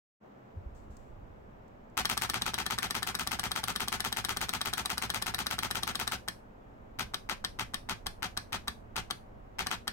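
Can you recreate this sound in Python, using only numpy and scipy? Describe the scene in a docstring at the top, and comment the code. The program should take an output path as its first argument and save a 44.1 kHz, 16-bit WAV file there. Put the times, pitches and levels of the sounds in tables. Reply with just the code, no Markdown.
"""A mirrorless camera's shutter fires a burst at eight frames a second, then single shots, on a desk.
In each shot a latch trips and a curtain slams shut, the motor winds it back, and a second latch and
slam reopen the shutter. The blows ring the camera body and thump the desk, close to a phone's two
microphones in a quiet room. The hand adds soft bumps, ticks and a low rumble, and the electronics
whine faintly after the burst. A soft, steady hiss lies underneath."""
import sys
import numpy as np
from scipy import signal
from scipy.fft import rfft, irfft
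from scipy.io import wavfile
from scipy.ndimage import uniform_filter1d

SR = 44100
rng = np.random.default_rng(int(sys.argv[2]) if len(sys.argv) > 2 else 0)


def bounce(signal):
    """Save signal as a 16-bit WAV file at the path given by the first command-line argument."""
    frames = np.transpose(np.atleast_2d(signal))
    limited = np.clip(frames, -1, 1)
    pcm = np.round(limited * 32767).astype(np.int16)
    wavfile.write(sys.argv[1], SR, pcm)


N = 437472
SIZE = 8192  # samples in one short sound
T, HZ = np.arange(SIZE) / SR, np.fft.rfftfreq(SIZE, 1 / SR)
TIME = np.arange(N) / SR
TOP_HZ = 16100


def shutter():
    """Latch, closing slam, winding, then latch and opening slam. Returns close sound and room send."""
    # camera body resonances: pitch_hz, width_hz, closing_lift_db, opening_lift_db
    body_modes = [(746, 100, 11.5, 20.5), (876, 134, 12, 11.5), (1008, 130, 1.5, 4.5),
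                  (1148, 188, 2.5, 19.5), (1300, 115, 4.5, 15.5), (1472, 197, 3, 13.5),
                  (1620, 156, -2, 10.5), (1784, 58, -3, 13.5), (1807, 37, 1, 12), (2062, 123, 5, 8),
                  (2125, 170, -3, -0.5), (2600, 150, 3.5, -3), (3239, 106, 3.5, 17.5),
                  (3240, 370, 4.5, -3.5), (3836, 176, 5, 13), (4410, 400, 3, 0.5), (4810, 620, 3, 6.5),
                  (5570, 880, 2, 7.5), (6290, 1120, 5.5, 7), (8070, 720, 2.5, 13), (8570, 285, 7.5, 7),
                  (9530, 960, 2.5, 11), (10100, 210, 1, 15), (12840, 2500, 7.5, 9.5)]
    # force spectra of the four contacts: freq_hz, level_db
    latch_eq = [(300, 3), (550, -13), (800, -6.5), (1300, -12.5), (2200, -1.5), (4000, -9.5), (7000, -19),
                (11000, -23.5), (15500, -21.5)]
    close_eq = [(300, -43), (550, -22), (800, -11), (1300, 4), (2200, 3.5), (4000, -5), (7000, -12),
                (11000, -11.5), (15500, -18.5)]
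    open_eq = [(300, -20.5), (550, -8), (800, -9), (1300, -10.5), (2200, -3.5), (4000, 3.5), (7000, -11.5),
               (11000, -10.5), (15500, -15.5)]
    gear_eq = [(300, -26.5), (550, -4.5), (800, -4), (1300, 5), (2400, 0), (4000, -2), (7000, -9),
               (11000, -15), (15500, -21)]
    close_s, close_db, open_s, open_db, treble = shots()
    closing, opening = sum(np.outer(lifts, 1 / (1 + (2 * (HZ - hz) / width) ** 2))
                           for hz, width, *lifts in body_modes)
    travel_s = .0064  # the curtain's flight from latch to stop
    latch = shape([(.001, 1), (.0024, .8), (.0045, .45), (.007, .4)])
    shut = shape([(.0003, .97), (.0012, .79), (.0028, .4), (.005, .3), (.01, .08)])  # blade after blade
    snap = shape([(.0003, 1), (.0014, .89), (.0028, .45), (.005, .29), (.009, .1), (.016, .058)])
    shut_push = shape([(.002, .6), (.01, .6), (.016, .99), (.025, .5), (.036, .5), (.05, .1853)])
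    open_push = shape([(.003, .6), (.01, .9), (.02, .3)])
    latch_colour = curve(latch_eq, HZ)
    out = blows(close_s - travel_s, close_db - 11.5, treble, latch,
                latch_colour + (closing + opening) / 2, scatter=.8)
    out += blows(close_s, close_db - 4.5, treble, shut, curve(close_eq, HZ) + closing, scatter=.66)
    out += winding(close_s, close_db - 3, treble, curve(gear_eq, HZ) + closing, grit_db=2)
    out += blows(open_s - travel_s, open_db - 11, treble, latch, latch_colour + opening, scatter=.64)
    out += blows(open_s, open_db - 2.5, treble, snap, curve(open_eq, HZ) + .84 * opening, scatter=.63)
    thump = recoil(close_s, close_db / 2 - 12.5, shut_push)
    thump += recoil(open_s - travel_s, open_db / 2 - 17, open_push)
    return out[:2] + thump, out[2:] + thump[:1]


def shots():
    """Cue times, levels and brightness: an even burst on the camera's clock, then slower shots."""
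    # with the buffer full, each shot waits its turn: close_s, open_s
    slow_shots = [(6.12, 6.284), (6.9937, 7.143), (7.2957, 7.4473), (7.5945, 7.7428), (7.8949, 8.0667),
                  (8.2287, 8.3739), (8.5287, 8.6804), (8.964, 9.1085), (9.5913, 9.6688), (9.713, 9.8782)]
    # brightness of the shutter: time_s, treble_db
    brightness = [(1.976, .5), (2.098, 2.5), (2.22, 3.5), (2.342, -2), (2.75, 0.5), (4.1, 2), (6.05, 0.5),
                  (7.0, -3), (9.7, -4)]
    frames, burst_s, frame_s, shut_s, jitter_s = 34, 1.976, .12188, .0782, .0002
    settle_s, slow_db, scatter_db = .3, -.09, .3
    burst = burst_s + frame_s * np.arange(frames) + jitter_s * rng.standard_normal(frames)
    close_s, open_s = np.vstack([np.transpose([burst, burst + shut_s]), slow_shots]).T
    accent = np.exp(-(close_s - burst_s) / settle_s)  # the first few slams are louder
    vary_db = slow_db * (close_s > burst[-1]) + scatter_db * rng.standard_normal((len(close_s), 2)).T
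    close_db = -1.32 + 3.9 * accent + vary_db[0]
    open_db = -1.55 + 3 * accent + vary_db[1]
    return close_s, close_db, open_s, open_db, np.interp(close_s, *np.transpose(brightness))


def blows(times, levels_db, trebles_db, envelope, colour, scatter):
    """Clicks of a latch or curtain: the same parts meet in nearly the same way on every shot."""
    usual = stereo_chatter(envelope, likeness=.4)
    out = np.zeros((3, N))
    for s, db, treble in zip(times, levels_db, trebles_db):
        force = unit(usual + scatter * stereo_chatter(envelope, likeness=.7))
        add(out, s, amp(db) * camera_body(force, colour, treble))
    return out


def winding(times, levels_db, trebles_db, colour, grit_db):
    """Gears rattle up to speed and run down, never twice alike; the cam knocks on the way."""
    # cam knocks against the gear noise: after_closing_s, level_db
    cam = [(0.0138, 2), (0.0186, 0.5), (.0295, -3), (0.0367, -11.5)]
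    out = np.zeros((3, N))
    run = shape([(.003, .1), (.009, .65), (.016, .97), (.023, .65), (.038, .38), (.047, .1)])
    for s, db, treble in zip(times, levels_db, trebles_db):
        teeth = amp(grit_db * np.repeat(rng.standard_normal(SIZE // 32), 32))
        slip = rng.standard_normal((len(cam), 2))
        knock_power = sum((amp(lift + louder) * fall(at + .00057 * later, .0014)) ** 2
                          for (at, lift), (later, louder) in zip(cam, slip))
        force = stereo_chatter(np.sqrt((run * teeth) ** 2 + knock_power), likeness=.34)
        add(out, s, amp(db) * camera_body(force, colour, treble))
    return out


def camera_body(force, colour, treble_db):
    """A force rings the body: left, right, and the sound sent all round, whose resonances blur."""
    colour = colour + treble_db * HZ ** 4 / (HZ ** 4 + 7000 ** 4)  # high shelf
    near = ring(force, colour, lag_s=.00013)
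    around = ring(force, uniform_filter1d(colour, size=190), lag_s=0)[:1]
    return np.vstack([near, around])


def recoil(times, levels_db, envelope):
    """The moving masses thump the desk almost alike on each shot."""
    # response of the desk: freq_hz, gain_db
    desk_eq = [(35, -10), (64, 3), (88, -5), (115, 1.5), (140, -12), (175, -2), (245, -2.5), (290, -19),
               (335, -6.5), (360, -14), (390, -5.5), (440, -15.5), (750, -13.5), (1500, -56)]
    out = np.zeros((2, N))
    usual = whiten(chatter(envelope, passes=30))
    for s, db in zip(times, levels_db):
        force = usual + stereo_chatter(envelope, likeness=.94) / 2
        add(out, s, amp(db) * ring(force, curve(desk_eq, HZ), lag_s=0))
    return out


def chatter(envelope, passes=4):
    """A run of tiny impacts under an envelope, favouring no pitch."""
    x = rng.standard_normal(SIZE) * envelope
    for _ in range(passes):
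        x = whiten(x)
        x = x * envelope / np.sqrt(np.abs(uniform_filter1d(x ** 2, size=45)) + 1e-12)
    return unit(x)


def stereo_chatter(envelope, likeness):
    """Chatter as two microphones get it: partly the same, partly by other paths."""
    left = chatter(envelope)
    return np.array([left, likeness * left + np.sqrt(1 - likeness ** 2) * chatter(envelope)])


def ring(force, colour, lag_s):
    """A force rings with a tone colour given in dB and reaches the right microphone lag_s later."""
    # stereo balance at the phone: freq_hz, left_minus_right_db
    balance = [(60, -3), (110, 2), (200, -2), (380, -11.5), (700, 0.5), (1290, 5.5), (2380, 8), (4400, 3.5),
               (8120, 6), (15000, 10.5)]
    cepstrum = irfft(np.log(amp(colour)))[:SIZE // 2]
    cepstrum[1:] *= 2  # minimum phase: the ringing follows the hit
    impulse = unit(irfft(np.exp(rfft(cepstrum, SIZE))))
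    side = amp(curve(balance, HZ) / 2)
    pan = np.array([side, np.exp(-2j * np.pi * HZ * lag_s) / side])
    return irfft(rfft(force) * rfft(impulse) * pan)


def room(send):
    """A small furnished room: a short diffuse tail, octave by octave."""
    # reverb tone: freq_hz, level_db
    reverb_eq = [(150, 2.5), (600, -10.5), (1400, -3.5), (3600, -7.5), (7000, -10.5), (15000, -14.5)]
    # reverb length: freq_hz, t60_s
    reverb_time = [(300, 0.2), (1300, 0.17), (4000, 0.21), (14000, 0.32)]
    tail = np.zeros((2, SIZE * 2))
    t = np.arange(SIZE * 2) / SR
    attack = np.clip(t / .008, 0, 1) ** 2
    for hz in 125 * 2 ** np.arange(8):
        edges_hz = [hz / np.sqrt(2), min(hz * np.sqrt(2), TOP_HZ)]
        band = signal.butter(3, edges_hz, "band", fs=SR, output="sos")
        decay = unit(attack * np.exp(-np.log(1000) * t / curve(reverb_time, hz)))
        tail += amp(curve(reverb_eq, hz)) * signal.sosfilt(band, rng.standard_normal(tail.shape) * decay)
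    return signal.fftconvolve(send, tail, axes=1)[:, :N]


def hand():
    """Dull bumps, small finger ticks and the rumble of handling."""
    # soft bumps of the hand: start_s, level_db, pitch_hz
    bumps = [(0.564, -33.5, 85), (.655, -34.5, 61.6), (.712, -45, 60), (.895, -40.5, 65), (4.41, -47, 45.7),
             (8.055, -40, 59), (8.681, -44, 72)]
    # finger ticks and brushes on the grip: start_s, level_db, decay_s
    ticks = [(0.749, -70.5, 0.082), (.905, -73, 0.13), (.968, -57, .004), (.99, -77, .12),
             (1.68, -69, .004), (1.899, -69, 0.0027)]
    # tone of the ticks and of the rumble: freq_hz, level_db
    finger_eq = [(1500, -20), (4000, -3), (5700, -3), (7600, 3), (9500, -13), (13000, -13), (16000, -14)]
    rumble_eq = [(15, -8.5), (27, 2.5), (37, -4.5), (50, -2.5), (66, -7.5), (90, -6.5), (118, -6.5),
                 (160, -45), (400, -64.5)]
    # fader ride of the rumble: time_s, level_db
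    rumble_ride = [(0, -70), (.47, -73), (.55, -52), (1.3, -53.5), (1.9, -61.5), (4.4, -59), (6, -61),
                   (7.5, -52), (9.9, -55)]
    out = np.zeros((2, N))
    swell = (T / .013) ** 2 * np.exp(2 - 2 * T / .013)  # soft skin pushes slowly
    for s, db, hz in bumps:
        add(out, s, amp(db) * swell * np.sin(2 * np.pi * hz * T))
    for s, db, decay_s in ticks:
        touch = rng.standard_normal((2, SIZE)) * fall(0, decay_s)
        add(out, s, amp(db) * ring(touch, curve(finger_eq, HZ), lag_s=0))
    rumble = noise(rumble_eq) * np.array([[.75], [1.2]])  # leans right
    rumble += .5 * np.array([noise(rumble_eq), noise(rumble_eq)])
    return out + amp(np.interp(TIME, *np.transpose(rumble_ride))) * rumble


def whine():
    """A thin, unsteady whine of the electronics while the camera empties its buffer."""
    start_s, pitch_hz, width_hz, level_db = 6.28, 9520, 280, -97
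    detune = (np.fft.rfftfreq(N, 1 / SR) - pitch_hz) / width_hz
    band = irfft(rfft(rng.standard_normal((2, N))) * np.exp(-2 * detune ** 2), N)
    return amp(level_db) * (TIME > start_s) * band / band.std()


def hiss():
    """Steady, wide background hiss with a dip near 10 kHz."""
    # hiss common to both sides (mid) and opposed (side): freq_hz, level_db
    mid_eq = [(70, -23), (120, -3), (165, -8), (210, -1), (306, -9), (560, -11), (770, -13), (1650, -25),
              (2700, -32.5), (4400, -44), (7500, -47), (10000, -62), (12000, -51.5), (15500, -50)]
    side_eq = [(70, -32), (120, -19.5), (210, -15.5), (500, -6.5), (700, -9), (1200, -15), (1700, -21),
               (2700, -32), (4400, -43), (7500, -48), (10000, -58), (15500, -52.5)]
    return amp(-56.5) * noise(mid_eq) + amp(-57.5) * noise(side_eq) * np.array([[1], [-1]])


def amp(db):
    """Decibels to gain."""
    return 10 ** (np.asarray(db) / 20)


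def curve(points, hz):
    """Straight lines between points on a log-frequency axis."""
    f, value = np.transpose(points)
    return np.interp(np.log(hz + 1e-9), np.log(f), value)


def unit(x):
    """Scale to an energy of one."""
    return x / np.sqrt(np.sum(x ** 2, axis=-1, keepdims=True))


def whiten(x):
    """Give a force equal strength at all frequencies."""
    return irfft(np.exp(1j * np.angle(rfft(x))))


def shape(points):
    """Envelope from silence through (time_s, strength) points and back to silence."""
    s, strength = np.transpose(points)
    return np.interp(T, np.r_[0, s, s[-1] * 1.25], np.r_[0, strength, 0])


def fall(start_s, decay_s):
    """Envelope that jumps up and dies away."""
    return (T >= start_s) * np.exp(-np.maximum(T - start_s, 0) / decay_s)


def add(out, start_s, x):
    """Mix a short sound in and fade its end."""
    i = int(start_s * SR)
    fade = np.sin(np.pi / 2 * np.clip(2 * (1 - T / T[-1]), 0, 1)) ** 2
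    out[:, i:i + SIZE] += (x * fade)[..., :max(N - i, 0)]


def noise(eq):
    """Steady noise of the given colour, rms 1."""
    x = irfft(rfft(rng.standard_normal(N)) * amp(curve(eq, np.fft.rfftfreq(N, 1 / SR))), N)
    return x / x.std()


def scene():
    """The shutter and its room reverb over the whine, the hand and the hiss."""
    near, around = shutter()
    return near + amp(-5.5) * room(around) + whine() + hand() + hiss()


def record(dry):
    """The phone's input fades in after a moment; a steep low-pass cuts the top."""
    start_s, fade_s = .2, .039
    fade_in = np.clip((TIME - start_s) / fade_s, 0, 1)
    return signal.sosfilt(signal.ellip(8, .2, 70, TOP_HZ, fs=SR, output="sos"), dry * fade_in)


dry = scene()
out = record(dry)
bounce(out)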